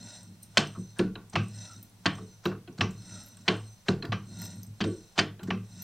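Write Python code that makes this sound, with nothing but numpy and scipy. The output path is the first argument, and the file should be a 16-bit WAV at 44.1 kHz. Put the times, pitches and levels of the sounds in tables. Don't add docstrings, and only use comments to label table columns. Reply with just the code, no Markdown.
import sys
import numpy as np
from scipy import signal
from scipy.fft import rfft, irfft, next_fast_len
from scipy.io import wavfile
from scipy.ndimage import uniform_filter1d, map_coordinates

SR = 44100
rng = np.random.default_rng(int(sys.argv[2]) if len(sys.argv) > 2 else 0)


def field_ratio(decibels):
    return 10 ** (np.asarray(decibels, dtype=float) / 20)


def store_pcm(level_fs):
    pcm = np.round(np.clip(level_fs, -1, 1) * 32767).astype(np.int16)
    wavfile.write(sys.argv[1], SR, np.atleast_2d(pcm).T)


N = 257087
SPAN = 2 ** 14
TOP_HZ = 15830

# full_speed_s, effort_db, speeding_up_s, slowing_down_s
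FREE_STROKES = [
    (0.13, -53.5, 0.43, 0.2),
    (1.645, -54.5, 0.31, 0.27),
    (3.15, -54.5, 0.33, 0.32),
    (4.43, -50.5, 0.21, 0.24),
    (5.84, -56, 0.26, 0.22),
]
CUTTING_STROKES = [
    (0.8, -67.5, 0.15, 0.19),
    (2.27, -67.5, 0.08, 0.14),
    (3.68, -69, 0.11, 0.21),
    (4.98, -63, 0.045, 0.14),
]
# over_effort_db, lost_at_ends_db, bluntness (exponent), lag_s
FREE_LAWS = [(0.46, 25.5, 1.234, 0.0015), (-3, 24.5, 0.81, -0.0031), (-14, 15, 1.3, 0.02),
             (3, 6.5, 1.6, -0.0019)]
CUTTING_LAWS = [(0.6, 3, 1.8, -0.11), (-0.5, 15, 2.1, 0.028), (-1.5, 11, 1.4, -0.099),
                (3.5, 17, 0.73, -0.16)]
# pitch_hz, width_hz, level_db
QUILL_MODES = [(1490, 40, -7), (1930, 130, -8.5), (2680, 66, -9.5), (3910, 89, -3.5), (4150, 24, -3),
               (5000, 180, -9), (5170, 240, -4), (5630, 24.5, -10), (6004, 33, 6), (5570, 41, 0),
               (6750, 58, -10.5), (7570, 191, -7), (8460, 90, -6.5), (8810, 61.3, -6)]
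# pitch_hz, level_db
SCRAPE_SPECTRUM = [(300, -40), (600, -8.5), (950, -16), (1150, -22), (2500, -27), (4000, -11.5),
                   (6000, -57), (9000, -14.5), (9800, -43.5)]
# pitch_hz, width_hz
SINGING_MODES = [(6070, 55), (8450, 65)]
# pitch_hz, width_hz, level_db
WHISTLE_MODES = [(4185, 64, -7.5), (7570, 90, -13.5), (7040, 38, -17.5), (610, 68, -17.5), (950, 50, -19),
                 (1416, 34, -16.5), (3770, 150, -12)]
# pitch_hz, width_hz, level_db
RUMBLE_MODES = [(104.7, 4.3, 7), (145, 61, -17), (176, 9.7, 2.5), (233, 35, -8), (312, 51, -15.5)]

# start_s, peak_db, centre_hz
LOW_TICKS = [(0.2318, -42.5, 8450), (0.4323, -36, 8860), (0.6729, -37, 5990), (0.9878, -32.5, 8750),
             (1.2989, -42, 8220), (1.4356, -49.5, 8310), (1.484, -44, 8460), (1.7347, -39.5, 5760),
             (2.1542, -44.5, 6140), (2.728, -53, 5700), (2.9093, -42.5, 7540), (3.3707, -43.5, 8420),
             (4.6329, -38, 6175), (4.6673, -45.5, 8380), (5.4328, -44.5, 7870), (3.568, -44, 8360)]
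HIGH_TICKS = [(0.4285, -42.5, 11860), (.575, -39, 11490), (1.8285, -38.5, 14280), (1.829, -41.5, 11970),
              (1.83, -44.5, 10870), (1.897, -54, 11000), (2.455, -38, 13800), (3.2357, -50.5, 12750),
              (3.262, -43, 11600), (3.284, -46.5, 11600), (4.0515, -51.5, 13200), (4.3888, -47.5, 13230),
              (4.4172, -35.5, 13820), (4.4516, -39.5, 13360), (4.5585, -55, 12400), (4.6319, -40.5, 12900),
              (5.1903, -68, 10900), (5.435, -45.5, 14180), (5.8224, -31.5, 13840)]

# start_s, peak_db, place (0 column, 1 table, 2 head), push_ms
FRAME_PUSHES = [(0.479, -46.5, 0.1, 30), (0.576, -22.5, 1.52, 8.2), (0.773, -31.5, 1.13, 17.6),
                (0.993, -18, 1.63, 15), (1.16, -40, 2.66, 4.1), (1.342, -29, 1.02, 11),
                (1.364, -24, 1.12, 9.1), (2.059, -27, 1.04, 7.5), (2.188, -28.5, 1.44, 71),
                (2.457, -21.5, 1.46, 12), (2.687, -39.5, 1.7, 7.3), (2.792, -33, 0.94, 3.4),
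                (2.813, -23.5, 1.26, 11.4), (3.112, -43, .45, 17), (3.372, -60, 0.046, 12),
                (3.482, -20, 1.6, 17.5), (3.887, -17.5, 1.57, 13.6), (4.03, -33, 2.16, 12),
                (4.087, -35.5, .05, 7.9), (4.121, -27, 1.02, 22), (4.284, -46, 0.45, 12),
                (4.412, -49, 0.18, 25), (4.671, -42, 0.08, 10.5), (4.806, -22, 1.26, 9.8),
                (4.852, -22, 2.28, 14), (5.183, -20.5, 1.73, 14), (5.42, -29.5, 0.96, 42),
                (5.484, -30.5, 1.44, 5.8), (5.511, -27.5, 0.89, 7.2), (5.766, -45, 0.18, 13)]
# pitch_hz, level_db, t60_s
COLUMN_MODES = [(33.5, -19.5, 0.94), (63.6, -18.5, 0.34), (101.84, 3.5, 0.3), (108, -4, 0.72),
                (147.7, 1, 0.39)]
TABLE_MODES = [(186.2, 4, 0.23), (200.6, -14.5, 0.56), (225.4, -3.5, 0.18)]
HEAD_MODES = [(264, -0.5, 0.11), (311.5, -9.5, 0.25), (358, 4, 0.096), (428, -7, 0.21), (470.5, -22, 0.44),
              (549, -14.5, 0.08), (642, -24, .12), (686.4, -24.5, 0.083)]
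REACH_DB = 8
# pitch_hz, level_db (per Hz)
COVER_SPECTRUM = [(60, -64), (120, -29), (200, -4), (300, 7), (420, 5.5), (520, -3), (700, -36.5),
                  (1500, -120)]

# start_s, peak_db, bright_share_db, rattle_ms, loudest_mode_hz
CUTTER_BITES = [
    (0.572, -4.5, -10.5, 11.7, 3020),
    (2.0575, -10, -21.5, 13.6, 1815),
    (3.4797, -9, -23, 11.2, 3040),
    (4.8053, -20.5, -25.5, 12, 1634),
    (4.812, -20, -22, 6.8, 1580),
    (5.179, -16, -17, 30, 1800),
    (5.19, -7, -12.5, 5.5, 1800),
]
STROKE_CLUNKS = [
    (0.992, -20, -14.5, 11, 1720),
    (2.455, -18.5, -17, 9.4, 1140),
    (3.884, -15.5, -11, 8.7, 1505),
    (4.84, -26.5, -7.5, 9.5, 1120),
]
CUTTER_RELEASES = [
    (1.3555, -12.5, -20.5, 9.4, 2920),
    (2.8085, -12, -19.5, 8.7, 2800),
    (4.1215, -19.5, -26, 14, 2740),
    (5.505, -16.5, -29, 7.6, 2800),
]
SOFT_TAPS = [
    (0.7505, -37.5, -20, 29, 1130),
    (2.55, -41, -30, 14, 1400),
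    (2.182, -33, -12, 7.2, 1130),
    (2.514, -32, -29, 16, 1340),
    (4.043, -30.5, -21, 11, 1800),
    (5.472, -40.5, 7.5, 24, 1810),
]
CRISP_TAPS = [
    (1.155, -31, -30, 7.2, 3900),
    (2.676, -42.5, -21.5, 16, 2700),
    (3.371, -50.5, -10, 6.2, 3500),
    (4.0245, -27.5, -14, 10, 4100),
    (4.051, -33, -7, 8.9, 4780),
    (5.394, -42, -48, 20, 4100),
    (5.431, -40.5, -1, 14, 3000),
]
# start_s, peak_db, swell_ms, loudest_mode_hz
BACKLASH = [
    (.535, -38.5, 77, 3020),
    (0.954, -41.5, 32.5, 1550),
    (1.325, -33.5, 15.7, 5950),
    (2.031, -48.5, 23.6, 6080),
    (2.429, -36.5, 47, 5700),
    (2.776, -35, 13, 3970),
    (3.449, -35.5, 79, 1920),
    (3.856, -34.5, 41, 2160),
    (5.152, -36, 30, 2970),
]
# after_touch_ms, level_db, pitch_hz, cycles_to_peak
BITE_KNOCKS = [(.1, -12, 970, 0.46), (1.2, -3.5, 3100, 0.58), (3, -7, 1600, 0.35), (4.8, -10.5, 3050, 1.1),
               (5, -14, 6100, 2.1), (6.6, -10.5, 2200, 0.86), (8.4, -10.5, 4500, 4.5),
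               (10.2, -11.5, 2700, 1.5), (12.5, -15, 1400, 0.38)]
CLUNK_KNOCKS = [(.6, -8.5, 3200, 0.66), (2.4, -2.5, 2870, 0.85), (3.8, -8, 1520, 1.22), (5.4, -8, 4040, 3),
                (7.2, -9, 1030, 0.73)]
RELEASE_KNOCKS = [(.7, -6, 2750, 0.54), (1.9, -8.5, 1770, 0.38), (3.4, -1.5, 2830, 0.77),
                  (4.8, -6.5, 883, 0.88), (6.4, -7.5, 1750, 1.33), (10.4, -23.5, 1500, 1.2)]
CRISP_KNOCKS = [(0.24, -10.5, 4040, 7.7), (.8, -9, 1570, 1.8), (0.41, -12.5, 3210, 6.7),
                (3.2, -11.5, 2700, 2.5), (5.2, -15, 2600, 3.8)]
SOFT_KNOCKS = [(2, -15, 1090, 4.9)]
# pitch_hz, width_hz, level_db
BITE_MODES = [(688, 38, -2), (1130, 24, 4), (1525, 54, -8), (2120, 15, -6.5), (2365, 20, -11.5),
              (2670, 62, -1), (3093, 62, -2), (3800, 110, -4.5), (4210, 19, -12), (4610, 85, -11),
              (5360, 76, -12), (5760, 110, -14), (6250, 130, -18.5), (6590, 29, -18)]
CLUNK_MODES = [(680, 47, 3), (1147, 31, 7.5), (1526, 39, -0.5), (1400, 50, 6), (2695, 41, -2.5),
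               (3610, 19, -23), (4160, 30, -18), (5300, 77, -27), (5700, 130, -23), (7500, 188, -36)]
RELEASE_MODES = [(687, 130, -9), (915, 140, 0.5), (1150, 48, 3.5), (1580, 20, 1.5), (2015, 29, -11),
                 (2330, 15, -3), (2367, 35, -6), (2634, 61, 6), (2990, 61, -3), (3270, 65, 1),
                 (4100, 37, -17), (5740, 210, 8)]
# pitch_hz, level_db (per Hz)
BLOW_SPECTRUM = [(300, -19.5), (450, -1.5), (1600, 1), (3000, -1), (4100, 1), (6300, -10.5), (8800, -19),
                 (9800, -34.5), (14000, -52)]

# start_s, level_db, first_mode_hz, t60_s
HOUSING_BOOMS = [(0.579, -33, 301, .2), (.994, -21.5, 356.7, .17), (2.06, -27, 284.2, .2),
                 (2.456, -24.5, 355.3, .17), (2.679, -45.5, 342, .15), (3.485, -30, 328.7, .2),
                 (3.885, -21.5, 354, .17), (4.026, -47, 380, .12), (4.82, -29.5, 343, .15),
                 (4.845, -29, 368.4, .25), (5.19, -39, 355.7, .17), (5.395, -47, 354, .15),
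                 (5.508, -30.5, 200, .2)]
# pitch_ratio (to the first mode), level_db
HOUSING_MODES = [(1.001, 0.2), (1.1, -5), (0.97, -6.5), (1.5, -14.5)]

# peak_s, level_db, swell_s, fade_s
BINDINGS = [
    (1.71, -52, .03, 0.045),
    (3.17, -60.5, 0.11, 0.12),
]
# pitch_hz, width_hz, level_db
GROAN_MODE = [(1339, 110, 0)]

# peak_s, level_db, swell_s, fade_s
CHIP_FIZZ = [
    (3.275, -55.5, 0.06, 0.033),
    (4.42, -51, 0.023, 0.071),
    (4.644, -65, .03, 0.053),
    (5.83, -55.5, 0.027, .05),
]
# over_effort_db, lost_at_ends_db, bluntness (exponent), lag_s
CRUSH_LAW = (.1, 24, 0.76, 0.0012)

# pitch_hz, t60_s
SHOP_DECAY = [(300, 0.28), (1100, 0.26), (3000, 0.26), (8000, 0.18)]
# pitch_hz, level_db (per Hz)
ROOM_SPECTRUM = [(20, -28.5), (36, -2.5), (55, -7.5), (190, -2.5), (300, -33.5), (430, -17.5), (900, -17),
                 (1700, -29), (3000, -30.5), (5800, -47.5), (15800, -49)]
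# pitch_hz, level_db
SIDE_SPECTRUM = [(100, -47.5), (500, -30), (1500, -27.5), (4000, -21.5), (9000, -13), (15000, -14.5)]
# pitch_hz, level_db
PORT_SPECTRUM = [(30, -66.5), (100, -72), (300, -79), (1000, -83.5), (4000, -83), (9000, -86.5),
                 (15000, -89.5)]


def unit(x):
    return x / np.sqrt(np.mean(x ** 2) + 1e-20)


def along(points, hz):
    f, v = np.transpose(points)
    return np.interp(np.log(hz + 1), np.log(f + 1), v)


def wobble(rate):
    coarse = np.arange(0, N + 16, 16)
    knots = rng.standard_normal(int(N * rate / SR) + 4)
    return np.interp(np.arange(N), coarse, map_coordinates(knots, [coarse * rate / SR]))


def filtered(x, response):
    m = next_fast_len(x.shape[-1] + SR // 8)
    spectrum = rfft(x, m) * response(np.fft.rfftfreq(m, 1 / SR))
    return irfft(spectrum, m)[..., :x.shape[-1]]


def modes(peaks, f):
    total = 0
    for k, (c, w, db) in enumerate(peaks):
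        total = total + (-1) ** k * field_ratio(db) * 1j * f * w / (c * c - f * f + 1j * f * w)
    return total


def causal(gain):
    cepstrum = irfft(np.log(gain + 1e-6))
    cepstrum[1:len(cepstrum) // 2] *= 2
    cepstrum[len(cepstrum) // 2 + 1:] = 0
    return np.exp(rfft(cepstrum))


def noise(response):
    return unit(filtered(rng.standard_normal(N), response))


def add(track, s, sound):
    part = track[round(s * SR):][:len(sound)]
    part += sound[:len(part)]


def shop(x, wet_db):
    hz, t, z = signal.stft(rng.standard_normal(len(x)), SR, nperseg=256)
    decay = field_ratio(-60 * t / along(SHOP_DECAY, hz)[:, None])
    tail = signal.istft(z * decay, SR, nperseg=256)[1]
    tail = np.pad(tail / np.linalg.norm(tail), (130, 0))
    return field_ratio(wet_db) * signal.fftconvolve(x, tail)[:len(x)]


def follow(strokes, over_db, lost_db, bluntness, lag):
    s, db, rise, fall = np.transpose(strokes)[:, :, None]
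    late = np.arange(N) / SR - s - lag
    away = np.abs(late / np.where(late < 0, rise, fall))
    return field_ratio(db + over_db - lost_db * away ** bluntness).sum(axis=0)


def room_tone():
    return field_ratio(-65.5) * noise(lambda f: field_ratio(along(ROOM_SPECTRUM, f)))


def slide():
    scrape, *singing, rumble = (follow(FREE_STROKES, *free) + follow(CUTTING_STROKES, *cut)
                                for free, cut in zip(FREE_LAWS, CUTTING_LAWS))
    grain = field_ratio(0.42 * wobble(60) + 2.8 * wobble(400))
    body = unit(filtered(grain * rng.standard_normal(N),
                         lambda f: modes(QUILL_MODES, f) + field_ratio(along(SCRAPE_SPECTRUM, f))))
    songs = np.zeros(N)
    for (hz, width), level in zip(SINGING_MODES, singing):
        fits = field_ratio(2.5 * wobble(27) + 1.5 * wobble(4.6))
        songs += level * fits * noise(lambda f: modes([(hz, width, 0)], f) ** 2)
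    whistles = np.zeros(N)
    for hz, width, db in WHISTLE_MODES:
        whistles += field_ratio(db + 2.2 * wobble(35)) * noise(lambda f: modes([(hz, width, 0)], f) ** 2)
    shudder = (rumble + field_ratio(-69)) * field_ratio(2.5 * wobble(15))
    frame = shudder * noise(lambda f: modes(RUMBLE_MODES, f))
    return field_ratio(3.5) * scrape * (body + whistles) + field_ratio(4.0) * songs + frame


def ticks():
    track, t = np.zeros(N), np.arange(SPAN // 4) / SR
    kinds = [(LOW_TICKS, 14, -8, .3, 18), (HIGH_TICKS, 3, -1.5, .29, 25)]
    for rows, quill_db, air_db, spread_octaves, t60_ms in kinds:
        for s, db, hz in rows:
            octaves = spread_octaves * np.append(0, rng.uniform(-1, .15, size=4))
            tones = np.minimum(hz * 2 ** octaves, 14550)
            ring = np.sin(2 * np.pi * tones[:, None] * t).T @ field_ratio([-2.0, -32.5, -16, -11.5, -15.0])
            ring *= field_ratio(-60 * t / (t60_ms / 1000))
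            click = 0.21 * np.diff(rng.standard_normal(len(t) + 1)) * field_ratio(-60 * t / 0.045)
            tick = (ring + field_ratio(air_db) * click) * np.minimum(t / 0.00052, 1)
            tick += field_ratio(quill_db) * filtered(click, lambda f: modes(QUILL_MODES, f))
            add(track, s - .001, field_ratio(db) * (tick + shop(tick, wet_db=-8.0)) / np.abs(tick).max())
    return track


def thuds():
    track, t = np.zeros(N), np.arange(3 * SPAN // 4) / SR
    for s, db, place, ms in FRAME_PUSHES:
        ring, parts_db = np.zeros(len(t)), -REACH_DB * np.abs(np.arange(3) - place)
        for part, part_db, flutter_db in zip((COLUMN_MODES, TABLE_MODES, HEAD_MODES), parts_db, (1, 1, 3)):
            for hz, level, t60 in part:
                turn, smear, detune = rng.random(), rng.normal(0, 1.2), rng.normal(1, .012)
                knots = np.linspace(0, t[-1], num=14)
                flutter = flutter_db * np.interp(t, knots, rng.standard_normal(size=14))
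                envelope = field_ratio(part_db + level + smear + flutter - 60 * t / t60)
                ring += envelope * np.sin(2 * np.pi * (hz * detune * t + turn))
        ring *= np.tanh(t / (max(ms, 1) / 1000))
        add(track, s - .002, field_ratio(db - 0.5) * (ring + shop(ring, wet_db=-6.0)))
    return track


def covers():
    place, t60_s = 2.02, 0.33
    shake, t = np.zeros(N), np.arange(SPAN) / SR
    for s, db, push_place, ms in FRAME_PUSHES:
        reach_db = -REACH_DB * abs(place - push_place)
        add(shake, s, field_ratio(db + reach_db - 60 * t / t60_s) * np.tanh(1000 * t / max(ms, 1)))
    return field_ratio(-10) * shake * noise(lambda f: field_ratio(along(COVER_SPECTRUM, f)))


def chatter(rows, t):
    ms, db, hz, cycles = np.transpose(rows)[:, :, None]
    chance = rng.standard_normal((len(rows), 2, 1))
    turns = np.maximum(t[:2048] - ms / 1000, 0) * hz * (1 + .03 * chance[:, 0])
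    rise = turns / np.maximum(cycles, .3)
    bursts = field_ratio(db + 1.5 * chance[:, 1]) * rise * np.exp(1 - rise) * np.sin(2 * np.pi * turns)
    return np.pad(bursts.sum(axis=0), (0, len(t) - 2048))


def struck_steel(run, steel):
    free = [(hz * rng.normal(1, .008), 0.8 * width, db + rng.normal(0, 3)) for hz, width, db in steel]
    return run + field_ratio(-6) * filtered(run, lambda f: modes(free, f))


def contact(swell, steel, accent_db, low_db, bright_db, accent_hz):
    clumps = field_ratio(0.97 * unit(uniform_filter1d(rng.standard_normal(len(swell)), size=50)))
    rattle = swell * clumps * rng.standard_normal(len(swell))
    blow = np.linalg.norm(rattle) * (np.arange(len(swell)) == np.argmax(swell))
    struck = [(hz, width, level + rng.normal(0, 1.5)) for hz, width, level in steel]
    widened = [(hz, 2.4 * width, level) for hz, width, level in struck]
    tilt = [(1200, low_db + 15.5), (3000, 0.0081), (6500, bright_db + 15.5)]  # (Hz, dB)

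    def colour(f):
        return causal(field_ratio(along(BLOW_SPECTRUM, f) + along(tilt, f)))

    def accent(f):
        return modes([(accent_hz, 220, accent_db)], f)

    ring = filtered(rattle, lambda f: colour(f) * (0.67 + modes(struck, f) + accent(f)))
    tail = filtered(blow, lambda f: colour(f) * (.45 + modes(widened, f) + field_ratio(-7.5) * accent(f)))
    loudest = 3 * np.linalg.norm(ring) / np.linalg.norm(swell)
    return (field_ratio(-1.5) * ring + shop(tail, wet_db=-3.5)) / loudest


def knocks():
    track, t = np.zeros(N), np.arange(SPAN) / SR
    for s, db, ms, hz in BACKLASH:
        swell = (1000 * t / ms) ** 0.88 * (1000 * t < ms)
        lead = contact(swell, BITE_MODES, 0.84, low_db=-2.5, bright_db=-3.5, accent_hz=hz)
        add(track, s, field_ratio(db + 3) * lead)
    # accent_db, low_share_db
    kinds = [(CUTTER_BITES, BITE_MODES, BITE_KNOCKS, -3, -15),
             (SOFT_TAPS, CLUNK_MODES, SOFT_KNOCKS, 14, -1.5),
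             (STROKE_CLUNKS, CLUNK_MODES, CLUNK_KNOCKS, 3, -14),
             (CRISP_TAPS, CLUNK_MODES, CRISP_KNOCKS, 9, -7),
             (CUTTER_RELEASES, RELEASE_MODES, RELEASE_KNOCKS, -3, -11)]
    for rows, steel, parts, accent_db, low_db in kinds:
        for s, db, bright_db, ms, hz in rows:
            swell = np.minimum(t / 0.0018, 1) * np.exp(-(1000 * t / max(ms, 2)) ** 2.6)
            run = struck_steel(chatter(parts, t), steel)
            rattle = contact(swell, steel, accent_db, low_db, bright_db, hz)
            add(track, s - .001, field_ratio(db) * (run + rattle))
    return track


def booms():
    track, t = np.zeros(N), np.arange(SPAN) / SR
    ratio, level = np.transpose(HOUSING_MODES)[:, :, None]
    for s, db, hz, t60 in HOUSING_BOOMS:
        flutter = 1.4 * unit(uniform_filter1d(rng.standard_normal((len(ratio), SPAN)), size=900))
        ring = field_ratio(db + level + flutter - 60 * t / t60) * np.sin(2 * np.pi * hz * ratio * t)
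        add(track, s, ring.sum(axis=0) * np.tanh(t / 0.0049))
    return track


def groans():
    return follow(BINDINGS, .1, 14.5, 0.77, .001) * noise(lambda f: modes(GROAN_MODE, f) ** 2)


def fizz():
    chip_modes = [(11870, 280, -3.5), (13300, 690, 1.5), (13600, 460, -17.5)]  # (Hz, width Hz, dB)
    clumps = field_ratio(6.5 * wobble(130))
    crushed = filtered(clumps * rng.standard_normal(N), lambda f: modes(chip_modes, f))
    return follow(CHIP_FIZZ, *CRUSH_LAW) * unit(crushed)


def scene():
    mid = room_tone() + slide() + ticks() + thuds() + covers() + knocks() + booms() + groans() + fizz()
    smear = rng.standard_normal(300) * field_ratio(-40 * np.arange(300) / 300)
    smeared = signal.fftconvolve(mid, smear / np.linalg.norm(smear))[:N]
    side = filtered(smeared, lambda f: field_ratio(along(SIDE_SPECTRUM, f)))
    ports = filtered(rng.standard_normal((2, N)), lambda f: field_ratio(along(PORT_SPECTRUM, f) + 21.5))
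    return [mid + side, mid - side] + ports


def top_cut(x):
    return signal.sosfilt(signal.butter(12, 16990, fs=SR, output="sos"), x)


def record(dry):
    mix = filtered(dry, lambda f: f < TOP_HZ)
    return top_cut(mix)


dry = scene()
out = record(dry)
store_pcm(out)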